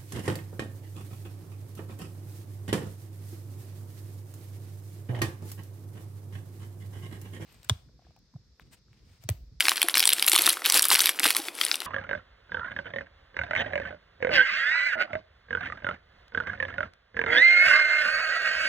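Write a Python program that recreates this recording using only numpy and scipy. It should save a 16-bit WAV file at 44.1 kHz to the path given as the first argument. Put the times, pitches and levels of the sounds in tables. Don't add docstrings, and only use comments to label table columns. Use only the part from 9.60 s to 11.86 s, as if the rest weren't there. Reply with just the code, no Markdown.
import sys
import numpy as np
from scipy import signal
from scipy.fft import rfft, irfft, next_fast_len
from scipy.io import wavfile
from scipy.ndimage import map_coordinates

SR = 44100
rng = np.random.default_rng(int(sys.argv[2]) if len(sys.argv) > 2 else 0)


def attenuation_scalar(level_db):
    decades = np.asarray(level_db, float) / 20
    return 10 ** decades


def transcribe(signal):
    frames = np.atleast_2d(signal).T
    limited = np.clip(frames, -1, 1)
    pcm = np.round(limited * 32767).astype(np.int16)
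    wavfile.write(sys.argv[1], SR, pcm)


N = 99710

# (frequency [Hz], level [dB])
FILM_COLOUR = [(40, -49), (316, -9), (600, -10.5), (1100, -7), (3730, -6.5), (6600, -6), (10800, -3.5),
               (15000, -15)]
SNAP_DB = -4


def along(points, hz):
    f, v = np.transpose(points)
    return np.interp(np.log(hz + 1), np.log(f + 1), v)


def unit(x):
    return x / np.sqrt(np.mean(x ** 2, axis=-1, keepdims=True) + 1e-20)


def coloured(x, points):
    size = next_fast_len(N + 8192)
    gain = attenuation_scalar(along(points, np.fft.rfftfreq(size, 1 / SR)))
    return irfft(rfft(x, size) * gain, size)[..., :N]


def wobble(rate):
    knots = rng.standard_normal(int(N * rate / SR) + 4)
    return map_coordinates(knots, [np.arange(N) * rate / SR])


def air():
    # (frequency [Hz], level [dB])
    hum_colour = [(40, -19), (150, -19), (320, 3.5), (750, 1), (3000, -11), (15000, -48)]
    common, own = unit(coloured(rng.standard_normal((2, N)), hum_colour))
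    return attenuation_scalar(-51.5) * np.array([common + 0.25 * own, common - 0.25 * own])


def room(x):
    t60_s = .15
    t = np.arange(SR // 3) / SR
    noise = rng.standard_normal((3, len(t))) * attenuation_scalar(-60 * t / t60_s)
    tail = noise[0] + 0.067 * noise[1:]
    late = np.pad(x, (150, 0))[None]
    return signal.fftconvolve(late, tail / np.linalg.norm(noise[0]), axes=1)[:, :N]


def knocks():
    # (time [s], peak level [dB])
    bumps = [
        (0.24, -24),
        (0.731, -25.5),
        (0.79, -26),
        (1.657, -24),
        (1.793, -26),
        (1.6, -31),
        (1.3, -33),
        (0.87, -27.5),
        (1.88, -32.5),
    ]
    # (frequency [Hz], level [dB], decay time t60 [s])
    case_modes = [(340, 1, .045), (760, -4, .05)]
    out, t = np.zeros(N + SR), np.arange(SR // 5) / SR
    soft_onset = (1 - np.exp(-t / 0.0025)) ** 2
    for s, db in bumps:
        ring = 0
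        for hz, level, t60 in case_modes:
            bent_hz = hz * rng.normal(1, .05)
            ring = ring + attenuation_scalar(level - 60 * t / t60) * np.sin(2 * np.pi * bent_hz * t)
        out[round(s * SR):][:len(t)] += attenuation_scalar(db) * ring * soft_onset
    return out[:N]


def effort_db(s):
    # (time [s], level [dB])
    handling = [(0, -31), (.2, -34.5), (.33, -40.5), (.36, -36), (.62, -34), (.75, -34), (.935, -29.5),
                (.955, -38.5), (1.03, -45.5), (1.05, -30), (1.48, -28.5), (1.56, -41), (1.63, -40),
                (1.65, -22.5), (1.77, -35.5), (1.92, -45), (2.05, -33.5), (2.26, -40.5)]
    return np.interp(s, *np.transpose(handling))


def rustle():
    count = int(380 * N / SR)
    u, g = rng.random((count, 2)), rng.standard_normal((count, 2))
    s = u[:, 0] * N / SR
    db = 1.25 * effort_db(s) + .5 - 5 * np.log(u[:, 1] + 0.11)
    hz = 2700 * np.exp(.45 * g[:, 0])
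    bright_db = -4 + 5 * g[:, 1]
    buckles = snaps(np.array([s, db, hz, bright_db]).T)
    slide_db, slide_wobble_db = -5.5, 6.5
    swell = attenuation_scalar(effort_db(np.arange(N) / SR) + slide_db + slide_wobble_db * wobble(44.76))
    return buckles + swell * unit(coloured(rng.standard_normal(N), FILM_COLOUR))


def pops():
    # (time [s], peak level [dB], pitch [Hz])
    panels = [(.083, -23, 795), (.117, -19, 1150), (0.215, -33, 1180), (0.284, -22, 1360),
              (0.454, -23, 970), (.733, -20, 840), (0.762, -11, 1170), (.875, -17, 1120),
              (1.253, -18, 1200), (1.303, -16.5, 1200), (1.314, -10.5, 1010), (1.655, -13.5, 1026),
              (1.658, -18.5, 745), (1.668, -25, 457), (1.757, -20, 1140), (2.114, -19, 1390)]
    t60_cycles = 13.8
    out, t = np.zeros(N + SR), np.arange(SR // 20) / SR
    for s, db, hz in panels:
        decay = attenuation_scalar(db - 60 * t * hz / t60_cycles)
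        onset = 1 - np.exp(-t * hz * 2)
        out[round(s * SR):][:len(t)] += decay * np.sin(2 * np.pi * hz * t) * onset
    return out[:N]


def ticks():
    # (time [s], body level [dB], bright part over body [dB])
    small = [(.0240, -19, -16), (.0440, -28, -6), (0.1085, -22, 2), (0.1582, -22, -5), (0.1723, -19, -18),
             (0.2971, -17.5, -24), (.3520, -17.5, -9), (0.3628, -22, -16), (.3875, -18.5, -5),
             (0.4322, -17, -17), (0.5197, -18, -11), (0.6764, -15.5, -5), (0.7252, -19.5, 5),
             (.7340, -12, 1), (.7447, -17.5, 3), (0.8098, -19, -16), (0.834, -23, -4), (.8390, -18.5, -17),
             (.8470, -18.5, -18), (0.8562, -19.5, -18), (0.8886, -18, -9), (0.8954, -10, 1),
             (0.926, -33, 17), (0.93, -33.5, 17.5), (1.0434, -24, -6), (1.0476, -19, -14),
             (1.0848, -31, -11), (1.1359, -20, -4), (1.1520, -21, 4.5), (1.1565, -15.5, -14),
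             (1.1648, -17.5, -5), (1.1824, -16.5, -9), (1.1882, -19, 1), (1.2418, -13.5, -4),
             (1.266, -41, 17), (1.3087, -20, -13), (1.3203, -12, -3), (1.3253, -16, 4.5), (1.337, -20, 4),
             (1.3894, -26, 9), (1.476, -16, -8), (1.6582, -21, -2), (1.6689, -26, -3), (1.6758, -30, -4),
             (1.6875, -40, 3), (1.6970, -29, 1), (1.701, -44, 20), (1.7595, -28, 3), (1.8007, -28.5, -15),
             (1.853, -30.5, -5), (1.952, -35, 6), (1.9880, -26, -23), (2.0355, -20, -17),
             (2.1280, -25, -12)]
    s, db, bright_db = np.transpose(small)
    hz = 3300 * np.exp(.2 * rng.standard_normal(len(s)))
    return attenuation_scalar(SNAP_DB) * snaps(np.array([s, db, hz, bright_db]).T)


def snaps(rows, size=1024):
    s, db, hz, bright_db = np.transpose(rows)[:, :, None]
    head_s, tail_s, tail_db = .00017, .0028, -11
    lead = 64
    head_vary, spit_vary, table_vary = np.exp(
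        rng.standard_normal((len(s), 3, 1)) * [[.4], [.18], [.3]]).transpose(1, 0, 2)[:, :, None]

    t = np.maximum(np.arange(size) - lead, 0) / SR
    u = t / (head_s * head_vary)
    burst = u ** 3 * np.exp(-u) + attenuation_scalar(tail_db) * (1 - np.exp(-u)) * np.exp(-t / tail_s)
    flip = 2.19 * np.exp(-((u - 2) * head_s * head_vary * SR) ** 2)

    f = np.fft.rfftfreq(size, 1 / SR)
    z = rfft(rng.standard_normal((len(s), 2, size)) * burst.swapaxes(0, 0) + 2 * flip)
    z *= attenuation_scalar(along(FILM_COLOUR, f))
    table_db, table_s = -6, 0.001096
    z *= 1 + attenuation_scalar(table_db) * np.exp(-2j * np.pi * f * table_s * table_vary)
    z *= f ** 3 / (f ** 3 + 480 ** 3)
    high = 1 / (1 + (6600 / (f + 1)) ** 10)

    def ring(centre_hz):
        damping = 1j * f * centre_hz / 1.8
        return damping / (centre_hz * centre_hz - f * f + damping) + attenuation_scalar(-15.5)

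    body = unit(irfft(z[:, 0] * ring(hz) * (1 - high)))
    spit = unit(irfft(z[:, 1] * ring(10800 * spit_vary[:, 0]) * high))
    grain = attenuation_scalar(db) * (body + attenuation_scalar(bright_db) * spit) * np.sqrt(0.0016 * SR / size)
    start = np.round(np.maximum(s - 2 * head_s, 0) * SR).astype(int)
    at = start + np.arange(size)
    return np.bincount(at.ravel(), grain.ravel(), N + 2 * size)[lead:N + lead]


def creases():
    # (time [s], body level [dB], body pitch [Hz], bright part over body [dB])
    main_snaps = [(0.0064, -6.5, 2530, -8), (0.0129, -23, 2500, 3), (0.054, -12.5, 2900, -25),
                  (0.0696, -16.5, 1530, -25), (0.0838, -5, 2570, -8), (0.0941, -9.5, 4440, -1),
                  (0.1179, -13, 1590, -20), (0.179, -18, 2190, -12), (0.2173, -8.5, 2570, -3),
                  (0.2292, -10.5, 3100, 1.5), (0.2857, -13, 2290, 2.5), (0.3422, -10, 3550, -16),
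                  (0.3548, -11, 3030, -2.5), (0.3715, -7.5, 3560, -10), (0.3798, -13, 4930, 3.5),
                  (0.3948, -10, 4700, 0.5), (0.403, -7.5, 4000, -5), (0.4274, -11, 3320, -6),
                  (0.4391, -13, 3960, -9), (0.4549, -12, 3610, 6), (0.4725, -21.5, 4090, 13),
                  (0.4759, -9, 3700, 1.5), (0.4912, -9, 3430, 1),
                  (0.504, -13, 3730, -5), (0.5274, -11, 3500, -13), (0.533, -12.5, 3270, 7),
             (0.5835, -22, 2580, -8), (0.596, -14.5, 3500, -6), (0.6256, -8, 3740, -3),
             (0.644, -18, 3330, -6), (0.6651, -36.5, 4480, 26), (0.6803, -10, 3900, 1),
             (0.6845, -10.5, 3960, 3), (0.6971, -22, 4280, 13), (0.7177, -10.5, 4670, 0),
             (0.7316, -14, 3660, 3), (0.7521, -11.5, 2460, -5.5), (0.756, -12, 4030, 0),
             (0.761, -8, 3250, 0.5), (0.7783, -11, 3800, -5), (0.7875, -10.5, 3670, -1),
             (0.7925, -11.5, 4460, -4), (0.8202, -21, 4130, 11.5), (0.861, -13.5, 3700, 3),
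             (0.8654, -8.5, 3820, 0.5), (0.8762, -10, 1590, -7), (0.8914, -15.5, 4250, 9),
             (0.9033, -13, 4230, -3), (0.971, -21.5, 1310, -31), (1.02, -24, 1430, -16),
                  (1.0527, -12.5, 2880, -7), (1.06, -10.5, 3300, -1), (1.0651, -13, 3440, -22),
            (1.0999, -7, 5000, -3.5), (1.1226, -12.5, 3970, 3), (1.143, -10.5, 4050, 0.5),
            (1.1714, -14.5, 4900, 3.5), (1.1759, -12.5, 5130, 2.5), (1.194, -8, 3600, -2),
            (1.2222, -30.5, 4720, 24), (1.2275, -16, 4130, 4.5), (1.2536, -17.5, 3500, 8.5),
            (1.2849, -25, 4790, 14), (1.3035, -10, 3930, -0.5), (1.315, -11, 1970, -4),
            (1.3312, -11, 3300, -5.5), (1.344, -15, 5600, 5), (1.3528, -8, 2180, -10),
            (1.3573, -9.5, 2830, -1.5), (1.3687, -21, 2770, -7), (1.393, -9.5, 3370, -1.5),
            (1.4046, -6.5, 4900, -12), (1.4092, -30.5, 2940, 18.5), (1.4186, -25, 4290, 13.5),
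            (1.4417, -15, 3490, -13), (1.4579, -9, 3930, 0.5), (1.4701, -13, 2530, 0),
                  (1.4926, -9, 3230, -2), (1.59, -17, 2310, -26), (1.5966, -17.5, 4300, 4.5),
                (1.602, -17, 1920, -12), (1.6332, -13, 2550, -19), (1.6409, -15.5, 3100, 0.5),
                (1.6443, -11.5, 2870, -1), (1.6539, -14.5, 1430, -5), (1.6616, -12, 2960, -4),
                (1.7055, -10, 3300, -1.5), (1.7495, -17, 3880, -5), (1.7663, -13, 2920, 3),
                (1.8846, -19, 2200, -19), (2.0122, -9, 2950, -10.5), (2.0396, -21, 2840, -3),
                (2.05, -20, 4030, 8.5), (2.0646, -19, 2970, -6), (2.084, -24, 3500, -8),
                (2.1145, -9, 3380, -27), (2.143, -15.5, 3000, -17), (2.156, -22.5, 4900, 3.5),
                (2.2038, -22, 3740, -4), (2.219, -24, 1720, -8.5)]
    return attenuation_scalar(SNAP_DB) * snaps(main_snaps)


def scene():
    # (frequency [Hz], side over middle [dB])
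    width_colour = [(300, -24), (2000, -11), (4500, -9.5), (12000, -14.5)]
    # (time [s], half of left over right [dB])
    lean = [
        (0, 0.58),
        (1.8, 0.2),
        (2.0, 2.2),
    ]
    bag = creases() + rustle() + knocks() + ticks() + pops()
    turning = attenuation_scalar(wobble(33.2)) * np.tanh(wobble(12))
    side = turning * coloured(signal.hilbert(bag).imag, width_colour)
    lean_db = np.interp(np.arange(N) / SR, *np.transpose(lean))
    direct = bag * attenuation_scalar(lean_db * [[1], [-1]]) + side * [[1], [-1]]
    return direct + attenuation_scalar(-15) * room(bag) + air()


def roll_off(x):
    return signal.sosfilt(signal.butter(12, 16640, fs=SR, output="sos"), x)


def record(dry):
    # (frequency [Hz], level [dB])
    mic_response = [(90, 3), (230, 1.5), (5900, -0.5), (6650, -4.5), (7500, -1)]
    x = coloured(dry, mic_response + [(15900, 0), (16150, -50)])
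    limited = x / (1 + np.abs(x) ** 6) ** (1 / 6)
    return roll_off(limited)


dry = scene()
out = record(dry)
transcribe(out)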